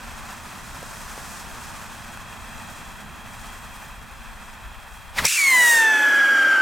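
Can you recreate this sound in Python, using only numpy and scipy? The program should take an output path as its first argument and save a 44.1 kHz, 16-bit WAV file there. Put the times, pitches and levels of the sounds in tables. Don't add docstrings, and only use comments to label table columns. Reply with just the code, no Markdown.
import sys
import numpy as np
from scipy import signal
from scipy.fft import rfft, irfft
from scipy.io import wavfile
from scipy.ndimage import uniform_filter1d

SR = 44100
rng = np.random.default_rng(int(sys.argv[2]) if len(sys.argv) > 2 else 0)


def store_pcm(level_fs):
    pcm = np.round(np.clip(level_fs, -1, 1) * 32767).astype(np.int16)
    wavfile.write(sys.argv[1], SR, np.atleast_2d(pcm).T)


N = 291508
T = np.arange(N) / SR

LAUNCH_S, LOCK_S, SETTLE_S = 5.2524, 5.37, .085
AWAY_S, AWAY_LENGTH_S = 5.78, 0.33
BURST_HZ, BURST_WIDTH_HZ = 6900, 3600
# (time [s], level [dB])
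TREBLE = [(5.256, -17.5), (5.275, -22), (5.37, -23), (5.47, -26), (5.58, -25.5), (5.70, -21.5),
          (5.80, -25.5), (5.88, -37), (6.61, -41.5)]


def whistle(tone_db=-0.1, burst_db=-0.66, waver_db=1.6, shimmer_db=3.5):
    # (time [s], level [dB])
    whistle_level = [(5.265, -25), (5.321, -30.5), (5.373, -20.5), (5.493, -15), (5.627, -13.5),
                     (5.961, -17), (5.987, -21), (6.035, -17), (6.61, -16)]
    half_partials = [0, -2.5, -21, -10, -15]
    flutter, uneven_db, scatter, share = burning()
    doubling_s, attack_s = 5.39, 0.1494
    half_db = -12.5 - 21 * (1 - swell(doubling_s, attack_s, end=6.02, release=0.087))
    flutter = flutter + .5 * np.sin(np.pi * ramp(doubling_s, attack_s) ** 2)
    stumble = .075 * (1 - ramp(LOCK_S - SETTLE_S / 2, SETTLE_S / 2)) * drift(260)
    wobble = .027 * flutter * drift(130)
    turns = np.cumsum(tube_pitch() * (1 + wobble + stumble)) / SR
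    main = tone(turns) + from_db(-21.5) * np.sqrt(share) * tone(2 * turns + 1 / 4)
    half = sum(from_db(half_db + db) * tone((k + .5) * turns) for k, db in enumerate(half_partials))
    level = from_db(in_time(whistle_level) + tone_db + shimmer_db * flutter * drift(180))
    voice = level * (main + over_ground(half, echo=0.2) * from_db(waver_db * drift(30)))
    cracks = bursts(turns, uneven_db, scatter, alternation=np.clip(4 * from_db(half_db), 0, 1))
    cracks *= from_db(in_time(TREBLE) + burst_db) * np.sqrt(share)
    return voice + over_ground(cracks, echo=0.35) + turbulence(turns)


def tube_pitch(lock_hz=2390, hollow_hz=1880, sink_s=.18, sag_hz_per_s=228):
    sputter_hz = np.interp(T, [LAUNCH_S, LAUNCH_S + .055], [2380, 2670])
    burnt_s = np.maximum(T - LOCK_S, 0)
    tube_hz = hollow_hz + (lock_hz - hollow_hz) * np.exp(-burnt_s / sink_s) - sag_hz_per_s * burnt_s
    recede_m_per_s = 8.7 * ramp(5.72, .21)
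    doppler = 1 + recede_m_per_s / 343
    return (sputter_hz + (tube_hz - sputter_hz) * ramp(LOCK_S, .007)) / doppler


def burning():
    # (flutter [0-1], flare unevenness [dB], scatter [cycles], treble share [0-1])
    sputtering = (1.0, 14, .26, .98)
    locked = (.1, 3.0, .014, .8)
    distant = (.36, 5, .26, .13)
    fresh = np.exp(-np.maximum(T - LAUNCH_S, 0) / SETTLE_S)
    away = ramp(AWAY_S, AWAY_LENGTH_S)
    return np.outer(sputtering, fresh) + np.outer(locked, 1 - fresh - away) + np.outer(distant, away)


def bursts(turns, uneven_db, scatter, alternation):
    cycle = np.arange(1, int(turns[-1]))
    timing, strength = rng.standard_normal((N // 8, 2))[:len(cycle)].T
    when = np.interp(cycle + scatter[np.searchsorted(turns, cycle)] * timing, turns, np.arange(N))
    at = np.minimum(when.astype(int), N - 2)
    size = from_db(uneven_db[at] * np.minimum(strength, 1)) * (1 + alternation[at] * (-1) ** cycle)
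    clicks = np.bincount(at, size * (1 - when + at), N) + np.bincount(at + 1, size * (when - at), N)
    cracks = resonate(clicks, BURST_HZ, BURST_WIDTH_HZ)
    return cracks / np.sqrt(uniform_filter1d(cracks ** 2, size=1500) + 1e-12)


def turbulence(turns, near_db=-30, far_db=-24.5, air_loss_db=13):
    # (frequency [multiple of pitch], width [Hz], level [dB])
    bands = [(.5, 120, -27), (.86, 163, -4), (.97, 71, -7), (1.27, 570, -10.5), (1.48, 120, -19.5),
             (1.86, 170, -14), (2, 65, -11.5), (2.93, 500, -21), (3.5, 230, -19.5), (3.8, 247, -31),
             (4.56, 240, -22.5), (6.15, 467, -31), (7.1, 850, -26), (8.2, 850, -27)]
    phase, height = 2 * np.pi * turns, ramp(6.0, .6)
    churn = np.zeros(N)
    for multiple, width, db in bands:
        band = drift(width / 2) * np.cos(multiple * phase) + drift(width / 2) * np.sin(multiple * phase)
        churn += from_db(db - air_loss_db * height * (multiple / bands[-1][0]) ** 2) * band
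    level = from_db(near_db + (far_db - near_db) * np.sqrt(ramp(AWAY_S, AWAY_LENGTH_S)))
    return level * signal.sosfilt(signal.butter(2, 350, "high", fs=SR, output="sos"), churn)


def exhaust(jet_db=-1.0, rasp_db=-2.5, top_loss_db_per_s=7):
    # (frequency [Hz], level [dB])
    jet_colour = [(900, -0.5), (2000, 4), (3000, 2.5), (4000, 0), (5000, -2), (6500, 1), (8500, -4),
                  (10500, -5.5), (12500, -6), (16000, -27)]
    sizzle_colour = [(9000, 5), (11500, -12), (13800, -3), (15200, -3), (16500, -9)]
    roar_colour = [(90, -33), (160, -12), (230, -2), (320, -0.5), (450, 1), (700, 0), (1000, -0.5),
                   (1500, -1.5), (3000, -9)]
    *_, burst_share = burning()
    sizzle_db = -14 + 14.5 * swell(5.43, attack=0.073, end=5.73, release=0.074)
    sizzle_db -= top_loss_db_per_s * np.maximum(T - AWAY_S, 0)
    hiss = from_db(jet_db) * noise(jet_colour) + from_db(sizzle_db) * noise(sizzle_colour)
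    roar = (from_db(-56.5) + from_db(-33.5) * ramp(5.3, 0.28) ** 2) * noise(roar_colour)
    hiss *= np.sqrt(1 - burst_share) * from_db(in_time(TREBLE) + rasp_db * drift(750))
    return over_ground(hiss + roar, echo=0.47)


def over_ground(x, echo):
    # (time [s], delay [s])
    echo_delay = [(5.3, 0.00052), (5.5, 0.00098), (5.76, .0018), (5.92, .00287), (6.03, .0034),
                  (6.2, .00355), (6.61, 0.0034)]
    return x + echo * np.interp(T - in_time(echo_delay), T, x)


def ignition(chirp_s=5.189, from_hz=2400, to_hz=638, fall_s=0.046, squeal_hz=5660):
    # (peak [s], rush [dB], thump [dB], rise [s], decay [s])
    puffs = [(5.187, -22.5, -36, 0.016, .022), (5.222, -38, -32.5, .014, 0.024),
             (5.252, -16.5, -29, 0.0075, 0.0062)]
    # (frequency [Hz], level [dB])
    rush_colour = [(120, -46), (200, -24), (401, -11), (500, -7), (1100, -2), (1270, -8.5), (1840, -3),
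                   (3020, -9.5), (3430, -8.5), (16000, -22)]
    thump_colour = [(20, 1), (45, -14), (90, 2.5), (170, 1.5), (300, -8), (600, -25)]
    chirp_hz = from_hz + (to_hz - from_hz) * ramp(chirp_s - fall_s / 2, fall_s) ** 2
    turns = np.cumsum(chirp_hz * (1 + .07 * drift(524))) / SR
    chirp = from_db(-16.5 + 3 * drift(454)) * (tone(turns) + from_db(-9) * tone(2 * turns))
    chirp *= puff(chirp_s, rise=0.0078, decay=.008)
    rush, thump = noise(rush_colour), noise(thump_colour)
    gas = sum(puff(s, rise, decay) * (from_db(rush_db) * rush + from_db(thump_db) * thump)
              for s, rush_db, thump_db, rise, decay in puffs)
    squeal = from_db(-8.5) * tone(np.cumsum(squeal_hz * (1 + .035 * drift(500))) / SR)
    return gas + chirp + squeal * during(LAUNCH_S, LAUNCH_S + 0.003)


def fuse(flicker_db=0.76, sputter_db=1.0):
    # (frequency [Hz], level [dB])
    flame_colour = [(160, -37), (280, -30), (388, -12), (885, -1.5), (1070, 0.5), (1600, -2.5),
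                    (2140, -9.5), (2580, -10.5), (3030, -12), (3290, -14), (3610, -13), (4500, -20),
                    (5850, -28), (9900, -120)]
    hiss_colour = [(2800, -25), (4000, -6), (5500, -2.5), (8000, -4), (9500, -7.5), (11000, -10.5),
                   (13000, -17)]
    fizz_colour = [(8500, -8), (10500, -2.5), (12300, -4), (15000, -3.5), (16500, -12)]
    # (peak [s], rise [s], fall [s], flame [dB], hiss [dB], fizz [dB])
    surges = [(1.41, 1.3, .05, 1.4, 7.8, 6), (1.64, 0.28, 0.6, 2.5, 7.5, 4),
              (2.72, 0.74, 0.3, 2.3, 4.5, 2.5), (3.45, 0.21, 0.21, 2.5, 6, 2.5),
              (3.8, 0.35, 0.17, 1.8, 5, 5.5), (4.5, 0.41, 0.15, 1.3, 3.3, 0),
              (4.93, 0.077, 0.27, 0, 3, 2.5)]
    # (frequency [Hz], width [Hz], relative level [dB])
    modes = [(2360, 450, -5.5), (3270, 87, -1), (6100, 70, -1), (6860, 72, 0), (8220, 570, -2.5),
             (12000, 160, -1)]
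    # (delay [s], relative gain)
    reflections = [(.00119, .2), (.00137, -.1), (.00156, .17), (.00167, -.09)]
    # (time [s], gain)
    exposure_curve = [(0, .7), (1.4, .55), (2.0, .7), (2.3, 1.1), (5.1, 1.15)]
    flame_surge, hiss_surge, fizz_surge = sum(
        np.outer(gains, swell(s - rise, rise, s, fall)) for s, rise, fall, *gains in surges)
    hiss = from_db(-49.5 - 2 * T + hiss_surge) * noise(hiss_colour)
    fizz = from_db(-57 - 0.9 * T + fizz_surge) * noise(fizz_colour)
    flame = from_db(-40 - 1.08 * T + flame_surge) * noise(flame_colour)
    gas = flame + from_db(sputter_db * drift(400) + .6 * drift(10)) * (hiss + fizz)
    gas *= from_db(flicker_db * drift(16.6))
    exposure = in_time(exposure_curve)
    direct = gas + exposure * sum(from_db(db) * resonate(gas, hz, width) for hz, width, db in modes)
    echoes = sum(gain * np.interp(T - delay, T, direct) for delay, gain in reflections)
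    return (direct + exposure * echoes) * during(0, LAUNCH_S)


def spits(snap=0.18):
    # (time [s], peak of the pop [dB], pitch [Hz])
    grains = [(.829, -22.5, 500), (1.178, -24.5, 480), (2.174, -21.5, 950)]
    pops = np.zeros(N)
    for s, peak_db, hz in grains:
        click = np.zeros(N)
        click[round(s * SR)] = 1
        pop, crack = resonate(click, hz, hz / 2), resonate(click, BURST_HZ, BURST_WIDTH_HZ)
        pops += from_db(peak_db) * (pop / pop.max() + snap * crack / crack.max())
    return pops


def rumble(lump_db=2.0, deepens_s=3.3):
    # (frequency [Hz], level [dB])
    deep_colour = [(15, -2.5), (30, 4), (65, -5), (100, -14.5), (160, -21)]
    upper_colour = [(55, -0.5), (100, -2), (165, -5), (230, -1), (290, -12.5), (380, -15)]
    # (time [s], gain [dB])
    fade = [(5.25, 4), (5.3, -30), (5.55, -17), (5.76, -7), (5.96, -48)]
    late_s = np.clip(T, deepens_s, LAUNCH_S) - deepens_s
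    deep_db, upper_db = -52.5 + 2 * late_s + lump_db * drift(12), -50.5 - 4.5 * late_s
    deep = from_db(deep_db) * stereo(noise(deep_colour), noise(deep_colour), side_db=-4)
    upper = from_db(upper_db) * stereo(noise(upper_colour), noise(upper_colour), side_db=-8)
    return (panned(deep, pan_db=4) + panned(upper, pan_db=-4.5)) * from_db(in_time(fade))


def from_db(db):
    return 10 ** (np.asarray(db) / 20)


def rms_one(x):
    return x / np.sqrt(np.mean(x ** 2) + 1e-20)


def in_time(curve):
    return np.interp(T, *np.transpose(curve))


def during(start, end, fade=0.00082):
    return np.clip(1 + np.minimum(T - start, end - T) / fade, 0, 1)


def ramp(start, length):
    return np.clip((T - start) / length, 0, 1)


def swell(start, attack, end, release):
    return ramp(start, attack) * (1 - ramp(end, release))


def puff(peak, rise, decay):
    return np.exp(-np.minimum(np.maximum((peak - T) / rise, (T - peak) / decay), 20))


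def noise(colour):
    hz, level_db = np.transpose(colour)
    octave, known = np.log2(np.maximum(np.fft.rfftfreq(N, 1 / SR), 1)), np.log2(hz)
    beyond = np.abs(octave - np.clip(octave, known[0], known[-1]))
    gain = from_db(np.interp(octave, known, level_db) - 36 * beyond)
    return rms_one(irfft(rfft(rng.standard_normal(N)) * gain, N))


def drift(rate):
    smooth = signal.butter(2, np.clip(rate, 1, SR / 4), fs=SR, output="sos")
    return rms_one(signal.sosfilt(smooth, rng.standard_normal(N + SR))[SR:])


def resonate(x, hz, width_hz):
    r = np.exp(-np.pi * width_hz / SR)
    feedback = [1, -2 * r * np.cos(2 * np.pi * hz / SR), r * r]
    return signal.lfilter(np.array([1, 0, -1]) * (1 - r * r) / 2, feedback, x + 1e-18)


def tone(turns):
    return np.sqrt(2) * np.sin(2 * np.pi * turns)


def stereo(mid, side, side_db):
    return mid + from_db(side_db) * side * np.array([[1], [-1]])


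def panned(x, pan_db):
    return x * from_db([[pan_db / 2], [-pan_db / 2]])


def scene():
    waiting = stereo(fuse() + spits(), fuse(), side_db=-11.5)
    flight = stereo(whistle(), whistle(tone_db=-4, burst_db=1.3), side_db=-17)
    flight += stereo(exhaust(), exhaust(), side_db=-24.5)
    return rumble() + waiting + ignition() + flight * during(LAUNCH_S, T[-1])


def record(dry, ceiling=0.36, cutoff_hz=16500):
    squashed = dry / (1 + (dry / ceiling) ** 6) ** (1 / 6)
    return signal.sosfilt(signal.ellip(12, .1, 90, cutoff_hz, fs=SR, output="sos"), squashed)


dry = scene()
out = record(dry)
store_pcm(out)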